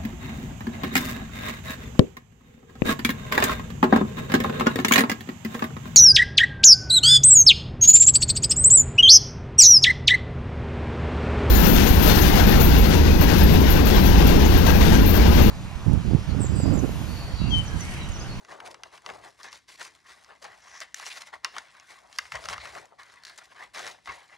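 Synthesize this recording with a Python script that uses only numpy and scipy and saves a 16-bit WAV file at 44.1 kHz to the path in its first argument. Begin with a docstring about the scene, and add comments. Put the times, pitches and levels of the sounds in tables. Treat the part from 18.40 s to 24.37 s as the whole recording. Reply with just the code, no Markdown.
"""In a small, quiet room, scissors cut stiff paper above a wooden table, close to the microphone.
Each stroke breaks a crowd of tiny fibres, which makes the crunch. The blades also scrape and tick.
The hands turn the sheet, so it rustles, buckles with sharp snaps and fans a little air.
A faint echo and the soft noise of the room lie behind it all."""
import sys
import numpy as np
from scipy import signal
from scipy.fft import rfft, irfft, next_fast_len
from scipy.io import wavfile
from scipy.ndimage import uniform_filter1d, map_coordinates

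SR = 44100
rng = np.random.default_rng(int(sys.argv[2]) if len(sys.argv) > 2 else 0)


def to_wav(s):
    """Save 16-bit WAV."""
    ch = np.atleast_2d(s).T  # columns
    pcm = np.round(np.clip(ch, -1, 1) * 32767)  # PCM
    wavfile.write(sys.argv[1], SR, pcm.astype(np.int16))


N = 263299


def cutting(cut, hiss, held_hiss_db=-75, slide_db=-6.5):
    """The crunch: paper fibres break in clumps as the blades close, and steel slides on steel."""
    # tone of breaking fibres (pitch [Hz], level [dB])
    fibre_tone = [(200, -39), (900, -13), (2000, 5), (2900, 0), (4000, 1), (4800, 0.5), (5800, -0.5),
                  (7500, -3.5), (10000, -6), (12000, -7.5), (13200, -16), (16000, -57)]
    strength = np.hypot(cut, hiss + amp(held_hiss_db) * holding())
    breaks = grains(per_second=1700, spread_db=4) * amp(2.2 * wobble(260))
    slide = amp(slide_db) * rng.standard_normal(N)
    return strength * shifting(coloured(breaks + slide, fibre_tone), depth_db=4.5)


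def closing(attack_s=0.0126, release_s=0.0073, sag_db_per_s=27):
    """How hard the scissors cut: each stroke bites quickly, eases as the blades close, and lets go."""
    # strokes through the paper (start [s], length [s], level [dB])
    strokes = [(0.253, 0.023, -44.5), (0.305, .008, -50.5), (1.035, 0.021, -48.5), (1.117, 0.058, -50.5),
               (1.282, 0.075, -50), (1.406, 0.076, -49), (1.667, 0.07, -56.5), (2.019, 0.032, -51),
               (2.557, 0.061, -47), (2.603, 0.08, -47.5), (2.654, 0.035, -39.5), (2.697, 0.04, -44.5),
               (2.738, 0.031, -45.5), (2.805, 0.017, -43.5), (2.856, 0.023, -51.5), (3.912, 0.024, -49.5),
               (4.084, 0.052, -43), (4.98, 0.0076, -44), (5.042, 0.01, -56), (5.34, 0.18, -43.5),
               (5.651, 0.02, -55)]
    out, t = np.zeros(N), np.arange(N) / SR
    for start, length, db in strokes:
        near = (t > start - attack_s / 2) & (t < start + length + 10 * release_s)
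        age = t[near] - start
        bite = np.clip(age / attack_s + .5, 0, 1)
        release = np.exp(-np.maximum(age - length, 0) / release_s)
        out[near] = np.maximum(out[near], amp(db - sag_db_per_s * age) * bite * release)
    return out


def scrapes(low_width_hz=750, high_width_hz=1400):
    """A blade rubs the cut edge: the rubbing swells and fades, ringing at a low and a high pitch."""
    # slides along the edge (start [s], peak [s], end [s], level [dB], low ring [Hz], high ring [Hz],
    # high ring compared with low [dB])
    slides = [(1.036, 1.05, 1.22, -54, 1930, 5860, -4), (2.17, 2.385, 2.41, -52.5, 1900, 5700, 0),
              (2.698, 2.712, 2.745, -41, 2680, 3420, -1), (3.915, 3.953, 3.98, -38, 1980, 5500, -12),
              (4.18, 4.205, 4.34, -47, 2050, 3900, -3), (4.845, 4.87, 4.97, -53, 1760, 4200, -1),
              (5.335, 5.35, 5.53, -45, 1900, 3700, -2)]
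    out, t = np.zeros(N), np.arange(N) / SR
    friction = grains(per_second=4000, spread_db=3) * amp(3 * wobble(250))
    for start, peak, end, db, low_hz, high_hz, high_db in slides:
        during = (t > start) & (t < end)
        low = unit(filtered(friction[during], lambda hz: resonance(hz, low_hz, low_width_hz) ** 2))
        high = unit(filtered(friction[during], lambda hz: resonance(hz, high_hz, high_width_hz) ** 2))
        strength = np.interp(t[during], [start, peak, end], [0, 1, 0])
        out[during] += amp(db) * strength * (low + amp(high_db) * high)
    return out


def ticks(fade_s=0.0099, ring_width_hz=1300, ring_db=7, steel_db=-12):
    """The steel edges stick and jump: dry ticks whose pitch depends on where the blades cross."""
    # steel catching on steel (time [s], level [dB], ring [Hz])
    catches = [(0.344, -60.5, 5050), (0.621, -72, 9000), (1.0322, -56.5, 4670), (2.0258, -63.5, 5000),
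               (2.404, -51, 5950), (2.4127, -58, 3970), (2.5444, -44.5, 5730), (4.456, -67, 7000),
               (4.633, -63, 3600), (4.8365, -60, 4550), (4.851, -54, 4300), (4.855, -59.5, 4340),
               (4.8683, -60, 4560), (4.878, -63.5, 4250), (4.8825, -67, 4300), (4.8964, -64, 4200),
               (4.978, -58, 7200)]
    # tone of a tick (pitch [Hz], level [dB])
    tick_tone = [(80, -50), (300, -18), (900, -13.5), (1800, 9.5), (2700, -6), (4000, -2.5), (7000, -3.5),
                 (9000, -9), (11800, -7), (13000, -19), (16000, -19)]
    out, t = np.zeros(N + SR), np.arange(SR // 10) / SR
    for start, db, ring_hz in catches:
        jump = 4 * (t == 0) + rng.standard_normal(len(t)) * dying(t, fade_s)
        ring = lambda hz: 1 + amp(ring_db) * resonance(hz, ring_hz, ring_width_hz)
        tick = unit(filtered(coloured(jump, tick_tone), ring))
        out[round(start * SR):][:len(t)] += amp(db) * (tick + amp(steel_db) * blades(t))
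    return out[:N]


def blades(t):
    """A jolt makes the blades ring briefly, with a new mix of their notes each time."""
    # notes of the steel, muffled by hand and paper (pitch [Hz], level [dB], time to fade 60 dB [s])
    steel_notes = [(2016, 17.5, 0.0069), (2810, 1.5, 0.12), (3230, -18, 0.14), (3720, -2, 0.077),
                   (4340, -12.5, 0.057), (4600, 7.5, 0.023), (5670, -3, 0.036), (6440, 5.5, 0.026)]
    hz, db, fade_s = np.transpose(steel_notes)[..., None]
    strength = amp(db + rng.normal(0, 2.1, hz.shape)) * rng.choice([-1, 1], hz.shape)
    return unit(np.sum(strength * dying(t, fade_s) * np.sin(2 * np.pi * hz * t), axis=0))


def snaps(crack_fade_s=.007, body_fade_s=0.018, flutter_fade_s=0.16, flutter_db=-28, steel_db=-6):
    """Each buckle or snip is a sharp crack that jolts the blades and sends ripples through the sheet."""
    # the sheet buckles or a bundle of fibres gives way (time [s], body level [dB], crack level [dB])
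    buckles = [(0.0488, -63, -67.5), (0.2028, -52, -63.5), (0.2702, -56, -74), (0.345, -58, -67),
               (0.4349, -52.5, -52.5), (0.5776, -63, -67), (0.6623, -48, -53), (0.6901, -49.5, -77),
               (0.7001, -50, -68), (1.0436, -55, -64), (1.1287, -57, -58), (1.416, -55.5, -61),
               (1.846, -71, -67.5), (2.0433, -64, -59.5), (2.4185, -61, -56), (2.598, -52.5, -55),
               (2.626, -61, -71), (2.6648, -51, -50), (2.678, -61, -66), (3.0465, -38.5, -39),
               (3.1655, -45.5, -68), (3.1832, -46.5, -49), (3.3988, -63.5, -64), (3.728, -67, -63),
               (3.7864, -37, -40), (3.854, -57, -80), (3.9205, -44, -57.5), (3.9544, -48.5, -56),
               (4.04, -58, -62), (4.0561, -49, -52), (4.087, -43.5, -47), (4.099, -50, -54),
               (4.1291, -46, -54), (4.1345, -47.5, -56), (4.141, -49, -62), (4.1798, -48.5, -62),
               (4.255, -51, -75), (4.273, -55, -64), (4.351, -51.5, -63), (4.3825, -54.5, -69),
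               (4.898, -59, -79), (4.988, -61, -65), (5.3474, -54, -63), (5.361, -63, -60),
               (5.383, -53, -56), (5.4448, -56, -69), (5.4668, -55, -55), (5.4762, -52.5, -56.5),
               (5.658, -60, -64), (5.6744, -52, -65), (5.6923, -53, -76), (5.722, -72, -64)]
    taut_hz, taut_db, db_per_octave = 396, -53, 10.5
    out, t = np.zeros(N + SR), np.arange(SR // 10) / SR
    kick = 5 * (t == 0)
    flutter = amp(flutter_db) * dying(t, flutter_fade_s)
    # tone of a crack (pitch [Hz], level [dB])
    crack_tone = [(200, -41), (600, -20), (1200, -19), (2300, -18), (3100, -5.5), (4500, -1), (5600, 4),
                  (6500, -3), (7400, -12.5), (9800, -11.5), (11800, -22.5), (13000, -39), (16000, -46)]
    for start, body_db, crack_db in buckles:
        crack_noise, body_noise = rng.standard_normal((2, len(t)))
        tension = np.exp(rng.uniform(-0.073, 0.11))  # the sheet is bent differently each time
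        # a tighter sheet snaps louder and loses its low ring
        edge_hz = taut_hz * 2 ** ((body_db - taut_db) / db_per_octave)
        low_cut = lambda hz: hz * hz / (hz * hz - edge_hz ** 2 - 1j * hz * edge_hz)
        burst = kick + crack_noise * (dying(t, crack_fade_s) + .5 * flutter)
        crack = filtered(unit(coloured(burst, crack_tone)) + amp(steel_db) * blades(t), low_cut)
        ripples = kick + body_noise * (dying(t, body_fade_s) + flutter)
        body = unit(filtered(ripples, lambda hz: sheet_response(hz / tension) * low_cut(hz) ** 2))
        out[round(start * SR):][:len(t)] += amp(body_db) * body + amp(crack_db) * crack
    return out[:N]


def sheet_response(hz):
    """The held paper rings at a few pitches, and each ring dies quickly."""
    # rings of the sheet (pitch [Hz], width [Hz], level [dB])
    rings = [(723, 86, -5), (1230, 370, 1), (1520, 160, -1), (1612, 74, 0.5), (2065, 90, 2),
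             (2630, 360, -5)]
    return sum((-1) ** k * amp(db) * resonance(hz, ring_hz, width_hz)
               for k, (ring_hz, width_hz, db) in enumerate(rings))


def handling(cut, rustle, bend, held_rustle_db=-84, cut_rustle_db=-8, cut_bend_db=-13):
    """As the sheet is turned or shaken by a cut, small creases crackle and wide bends rustle hollowly."""
    # tones of small creases, wide bends and loosely hanging paper (pitch [Hz], level [dB])
    crease_tone = [(150, -40.5), (600, -9.5), (1100, 3.5), (1300, -3.5), (1550, -0.5), (1750, 0), (2020, 3),
                   (2350, -6.5), (3000, -9.5), (4000, -12), (6000, -24), (12000, -61.5)]
    bend_tone = [(40, -40), (120, -19), (280, -19), (420, -7), (650, 5), (850, 2.5), (1200, -2),
                 (2500, -26.5), (8000, -69)]
    floppy_tone = [(60, -16), (150, -2), (230, -9), (380, 4), (520, 1.5), (1000, -30), (4000, -58)]
    # the dull, floppy sound grows when the sheet hangs slack (time [s], level against the bends [dB])
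    slack = [(0, -9), (.9, -10), (1.5, -6.5), (2, -17), (4.2, -23), (4.4, -8.5), (4.6, -16), (5.4, -15)]
    catching = amp(2.16 * wobble(80))  # the paper sticks and slips on fingers and blades
    creases = grains(per_second=2500, spread_db=3.5) * catching
    creases = shifting(coloured(creases, crease_tone), depth_db=6.5)
    bends = grains(per_second=2700, spread_db=1.5) * catching
    bends = shifting(coloured(bends, bend_tone), depth_db=5.5)
    slack_db = np.interp(np.arange(N) / SR, *np.transpose(slack))
    bends += amp(slack_db) * unit(coloured(rng.standard_normal(N), floppy_tone))
    creasing = np.hypot(rustle + amp(held_rustle_db) * holding(), amp(cut_rustle_db) * cut)
    bending = np.hypot(bend, amp(cut_bend_db) * cut)
    return creasing * creases + bending * bends


def flexing():
    """How strongly the sheet rustles, bends and hisses against the blades as the hands turn it."""
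    # hand movements (peak [s], rise [s], fall [s], rustle [dB], bending [dB], hiss [dB])
    movements = [(0.022, .06, 0.14, -66.5, -59.5, -67), (0.128, 0.036, 0.03, -45, -44, -55),
                 (0.256, 0.085, 0.11, -60.5, -48.5, -67), (0.47, 0.024, 0.037, -61, -56.5, -64),
                 (0.547, 0.023, 0.036, -53.5, -54, -55), (0.696, 0.038, 0.075, -50, -43, -53.5),
                 (0.865, 0.044, 0.035, -52.5, -48.5, -55), (1.012, 0.027, 0.025, -53.5, -63, -55.5),
                 (1.059, 0.017, 0.032, -43, -54, -58), (1.15, 0.029, 0.03, -56, -69, -58),
                 (1.421, 0.03, 0.03, -43.5, -55, -44.5), (1.49, 0.026, 0.098, -64, -66.5, -64),
                 (1.554, 0.0052, 0.013, -58.5, -84, -58), (1.727, 0.064, 0.012, -50.5, -63, -58.5),
                 (1.79, 0.069, 0.13, -59, -66, -62), (1.91, 0.025, 0.036, -52.5, -54, -85),
                 (2.051, 0.022, 0.04, -45.5, -44, -56), (2.135, 0.071, 0.06, -56.5, -61, -61.5),
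                 (2.36, 0.15, 0.087, -52, -60.5, -59), (2.422, 0.01, 0.015, -36.5, -51, -44),
                 (2.624, 0.017, 0.02, -41, -54, -58), (2.778, 0.0099, 0.015, -44, -54, -41.5),
                 (2.819, 0.02, 0.026, -48, -56, -59), (2.89, 0.008, 0.013, -52, -67, -62),
                 (2.943, 0.012, 0.013, -40, -43, -52), (3.06, 0.019, 0.032, -44, -54, -58),
                 (3.18, 0.054, 0.046, -46.5, -51, -53.5), (3.345, 0.12, 0.19, -56, -69, -65.5),
                 (3.513, 0.035, 0.069, -53, -57, -54), (3.66, 0.069, 0.038, -63, -58, -84),
                 (3.8, 0.091, 0.28, -60, -58, -55), (3.958, 0.016, 0.023, -40, -43.5, -48),
                 (4.053, 0.045, 0.02, -48, -48.5, -46), (4.112, 0.026, 0.06, -38.5, -41.5, -51),
                 (4.25, 0.052, 0.11, -48.5, -45, -49.5), (4.379, 0.046, 0.039, -46.5, -45, -49.5),
                 (4.529, 0.013, 0.012, -77, -53, -106), (4.596, 0.008, 0.043, -46.5, -63, -57.5),
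                 (4.736, 0.086, 0.065, -52, -63, -61.5), (4.89, 0.045, 0.086, -57, -60, -57),
                 (5.03, 0.036, 0.058, -57, -61.5, -65), (5.123, 0.019, 0.015, -51.5, -58.5, -60.5),
                 (5.24, 0.077, 0.025, -46, -50, -57.5), (5.385, 0.03, 0.066, -41, -41, -52),
                 (5.482, 0.034, 0.036, -41.5, -43, -47), (5.695, 0.02, 0.032, -36, -41.5, -69),
                 (5.74, 0.062, 0.1, -50, -56.5, -55), (5.941, 0.036, 0.034, -49, -58, -64)]
    power = np.zeros((3, N))
    for peak, rise, fall, *levels_db in movements:
        power += np.outer(amp(levels_db) ** 2, swell(peak, rise, fall) ** 2)
    return np.sqrt(power)


def holding(pause_start_s=3.7, pause_end_s=4.59):
    """A held sheet is never quite still: 1 keeps its faint hiss and rustle on, 0 pauses them."""
    t = np.arange(N) / SR
    paused = (t > pause_start_s) & (t < pause_end_s)
    return uniform_filter1d(1. 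- paused, size=1000)


def draught(still_air_db=-79):
    """The swinging sheet pushes soft puffs of air at the microphone, over a faint steady rumble."""
    # swings of the whole sheet (peak [s], rise [s], fall [s], level [dB])
    swings = [(0.3, .1, 0.35, -73), (0.76, 0.058, 0.054, -65.5), (1.09, 0.031, 0.05, -82),
              (2.1, 0.02, 0.067, -71), (2.96, 0.026, 0.063, -71), (3.88, 0.05, 0.04, -69),
              (3.94, 0.012, .05, -48.5), (4.12, 0.065, 0.12, -52.5), (4.39, 0.021, 0.022, -71.5),
              (5.45, 0.4, .1, -77), (5.697, 0.0098, 0.034, -55.5)]
    # tone of moving air (pitch [Hz], level [dB])
    air_tone = [(20, -27), (45, -8.5), (59, 4), (78, -1), (106, -1.5), (150, -10), (400, -35.5),
                (2000, -68)]
    push = sum(amp(db) * swell(peak, rise, fall) for peak, rise, fall, db in swings)
    return np.hypot(push, amp(still_air_db)) * unit(coloured(rng.standard_normal(N), air_tone))


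def scattered(x):
    """Sound bounces off the table and the moving sheet, arriving a little late and jumbled."""
    bands = signal.stft(x, nperseg=128)[2]
    echo = signal.istft(bands * np.exp(2j * np.pi * rng.random(bands.shape)), nperseg=128)[1]
    return np.pad(echo, (SR // 400, 0))[:N]


def room(x):
    """The room adds a short, smooth echo whose highest sounds die first."""
    # length of the echo (pitch [Hz], time to fade 60 dB [s])
    fade_times = [(150, 0.94), (1000, 0.42), (4000, 0.52), (12000, 0.14)]
    hz, t, bands = signal.stft(rng.standard_normal(SR // 2), SR, nperseg=256)
    tail = signal.istft(bands * dying(t, along(fade_times, hz)[:, None]), SR, nperseg=256)[1]
    late_tail = np.pad(tail / np.linalg.norm(tail), (SR // 200, 0))
    return signal.fftconvolve(x, late_tail)[:N]


def background(level_db=-75.5):
    """The soft noise of still room air, different on the left and the right."""
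    # tone of the quiet room (pitch [Hz], level [dB])
    quiet_tone = [(20, -20), (60, -19), (130, 7.5), (300, 5.5), (900, -19), (2000, -6), (5000, -15),
                  (10000, -21), (12500, -31), (14000, -48)]
    return amp(level_db) * unit(coloured(rng.standard_normal((2, N)), quiet_tone))


def microphone(x, scatter_db=-2):
    """The microphone's two sides hear the paper out of step; bounced sound makes them less alike."""
    # how alike the sides are (pitch [Hz], likeness [0 to 1])
    likeness = [(60, .95), (250, .5), (600, .85), (2000, .85), (3000, .55), (4000, .75), (6000, .92),
                (9000, .75)]
    # how far the left wave runs ahead of the right (pitch [Hz], lead [radians])
    left_lead = [(170, 0), (520, -1.6), (750, -1.4), (1000, -.9), (1750, -.4), (2300, -.9), (3000, -.6),
                 (3400, .1), (6200, -.1), (10000, -1.6), (13000, -2.9)]
    sides = np.array([[1], [-1]])
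    blend = lambda hz: np.arccos(along(likeness, hz)) / 2
    direct = filtered(x, lambda hz: np.cos(blend(hz)))
    bounced = filtered(scattered(x), lambda hz: amp(scatter_db) * np.sin(blend(hz)))
    return filtered(direct + sides * bounced, lambda hz: np.exp(.5j * sides * along(left_lead, hz)))


def lean_left(x):
    """The left side of the microphone picks up more of the fairly low sounds."""
    # how much louder the left is (pitch [Hz], left over right [dB])
    left_extra = [(60, 0), (110, 1.5), (170, 6), (260, 10), (420, 8.5), (680, 3.3), (1100, 2.2),
                  (2900, 1.4), (7600, .4), (12400, 0)]
    return filtered(x, lambda hz: amp(np.array([[1], [-1]]) * along(left_extra, hz) / 2))


def shifting(x, depth_db):
    """The bending sheet favours ever-changing pitches, none of them for long or by much."""
    bands = signal.stft(x, nperseg=512)[2]
    drift = uniform_filter1d(rng.standard_normal(bands.shape), size=3, axis=0)  # smooth across pitch
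    drift = uniform_filter1d(drift, size=6, axis=1)  # smooth across time
    return unit(signal.istft(bands * amp(depth_db * np.tanh(unit(drift))), nperseg=512)[1][:N])


def swell(peak, rise, fall, fall_shape=1.13):
    """One movement gathers speed, peaks and dies away (a fall_shape of 2 would be a bell curve)."""
    t = np.arange(N) / SR - peak
    out, near = np.zeros(N), (t > -3 * rise) & (t < 6 * fall)
    t = t[near]
    out[near] = np.exp(-np.where(t < 0, (t / rise) ** 2, np.abs(t / fall) ** fall_shape))
    return out


def grains(per_second, spread_db):
    """Tiny clicks of uneven size at random moments."""
    size = amp(spread_db * np.clip(rng.standard_normal(N), -2, 2))
    return unit((rng.random(N) < per_second / SR) * size * rng.choice([-1, 1], N))


def wobble(per_second):
    """A smooth curve through this many random points a second."""
    points = rng.standard_normal(int(N * per_second / SR) + 4)
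    return map_coordinates(points, [np.arange(N) * per_second / SR])


def coloured(x, tone):
    """Give x the tone in a (pitch [Hz], level [dB]) table."""
    def response(hz):
        cepstrum = irfft(np.log(amp(along(tone, hz))))
        half = len(cepstrum) // 2
        # folding this in half makes the filter ring after a click, never before it
        cepstrum[1:half] *= 2
        cepstrum[half + 1:] = 0
        return np.exp(rfft(cepstrum))
    return filtered(x, response)


def filtered(x, response):
    """Scale and shift each pitch in x by response(hz)."""
    size = x.shape[-1]
    padded = 2 * next_fast_len(size // 2 + 2048)
    return irfft(rfft(x, padded) * response(np.fft.rfftfreq(padded, 1 / SR)), padded)[..., :size]


def resonance(hz, ring_hz, width_hz):
    """A filter shape that lets through the pitches near ring_hz."""
    return 1j * hz * width_hz / (ring_hz ** 2 - hz * hz + 1j * hz * width_hz)


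def along(points, hz):
    """Read between the rows of a (pitch [Hz], value) table, spacing the octaves evenly."""
    pitches, values = np.transpose(points)
    return np.interp(np.log(hz + 1), np.log(pitches + 1), values)


def dying(t, fade_s):
    """A fade that drops 60 dB in fade_s seconds."""
    return amp(-60 * t / fade_s)


def amp(db):
    """Turn decibels into a number to multiply by."""
    return 10 ** (np.asarray(db) / 20)


def unit(x):
    """Scale x to an average strength (rms) of 1."""
    return x / np.sqrt(np.mean(x ** 2) + 1e-20)


def scene(echo_db=-20.0):
    """Scissors and paper in the room, in stereo."""
    cut = closing()
    rustle, bend, hiss = flexing()
    paper = cutting(cut, hiss) + scrapes() + handling(cut, rustle, bend) + snaps() + ticks()
    stereo = microphone(paper + amp(echo_db) * room(paper))
    return lean_left(stereo + draught() + background())


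def record(dry, top_hz=14000):
    """Remove every pitch above top_hz."""
    return filtered(dry, lambda hz: hz < top_hz)


dry = scene()
out = record(dry)
to_wav(out)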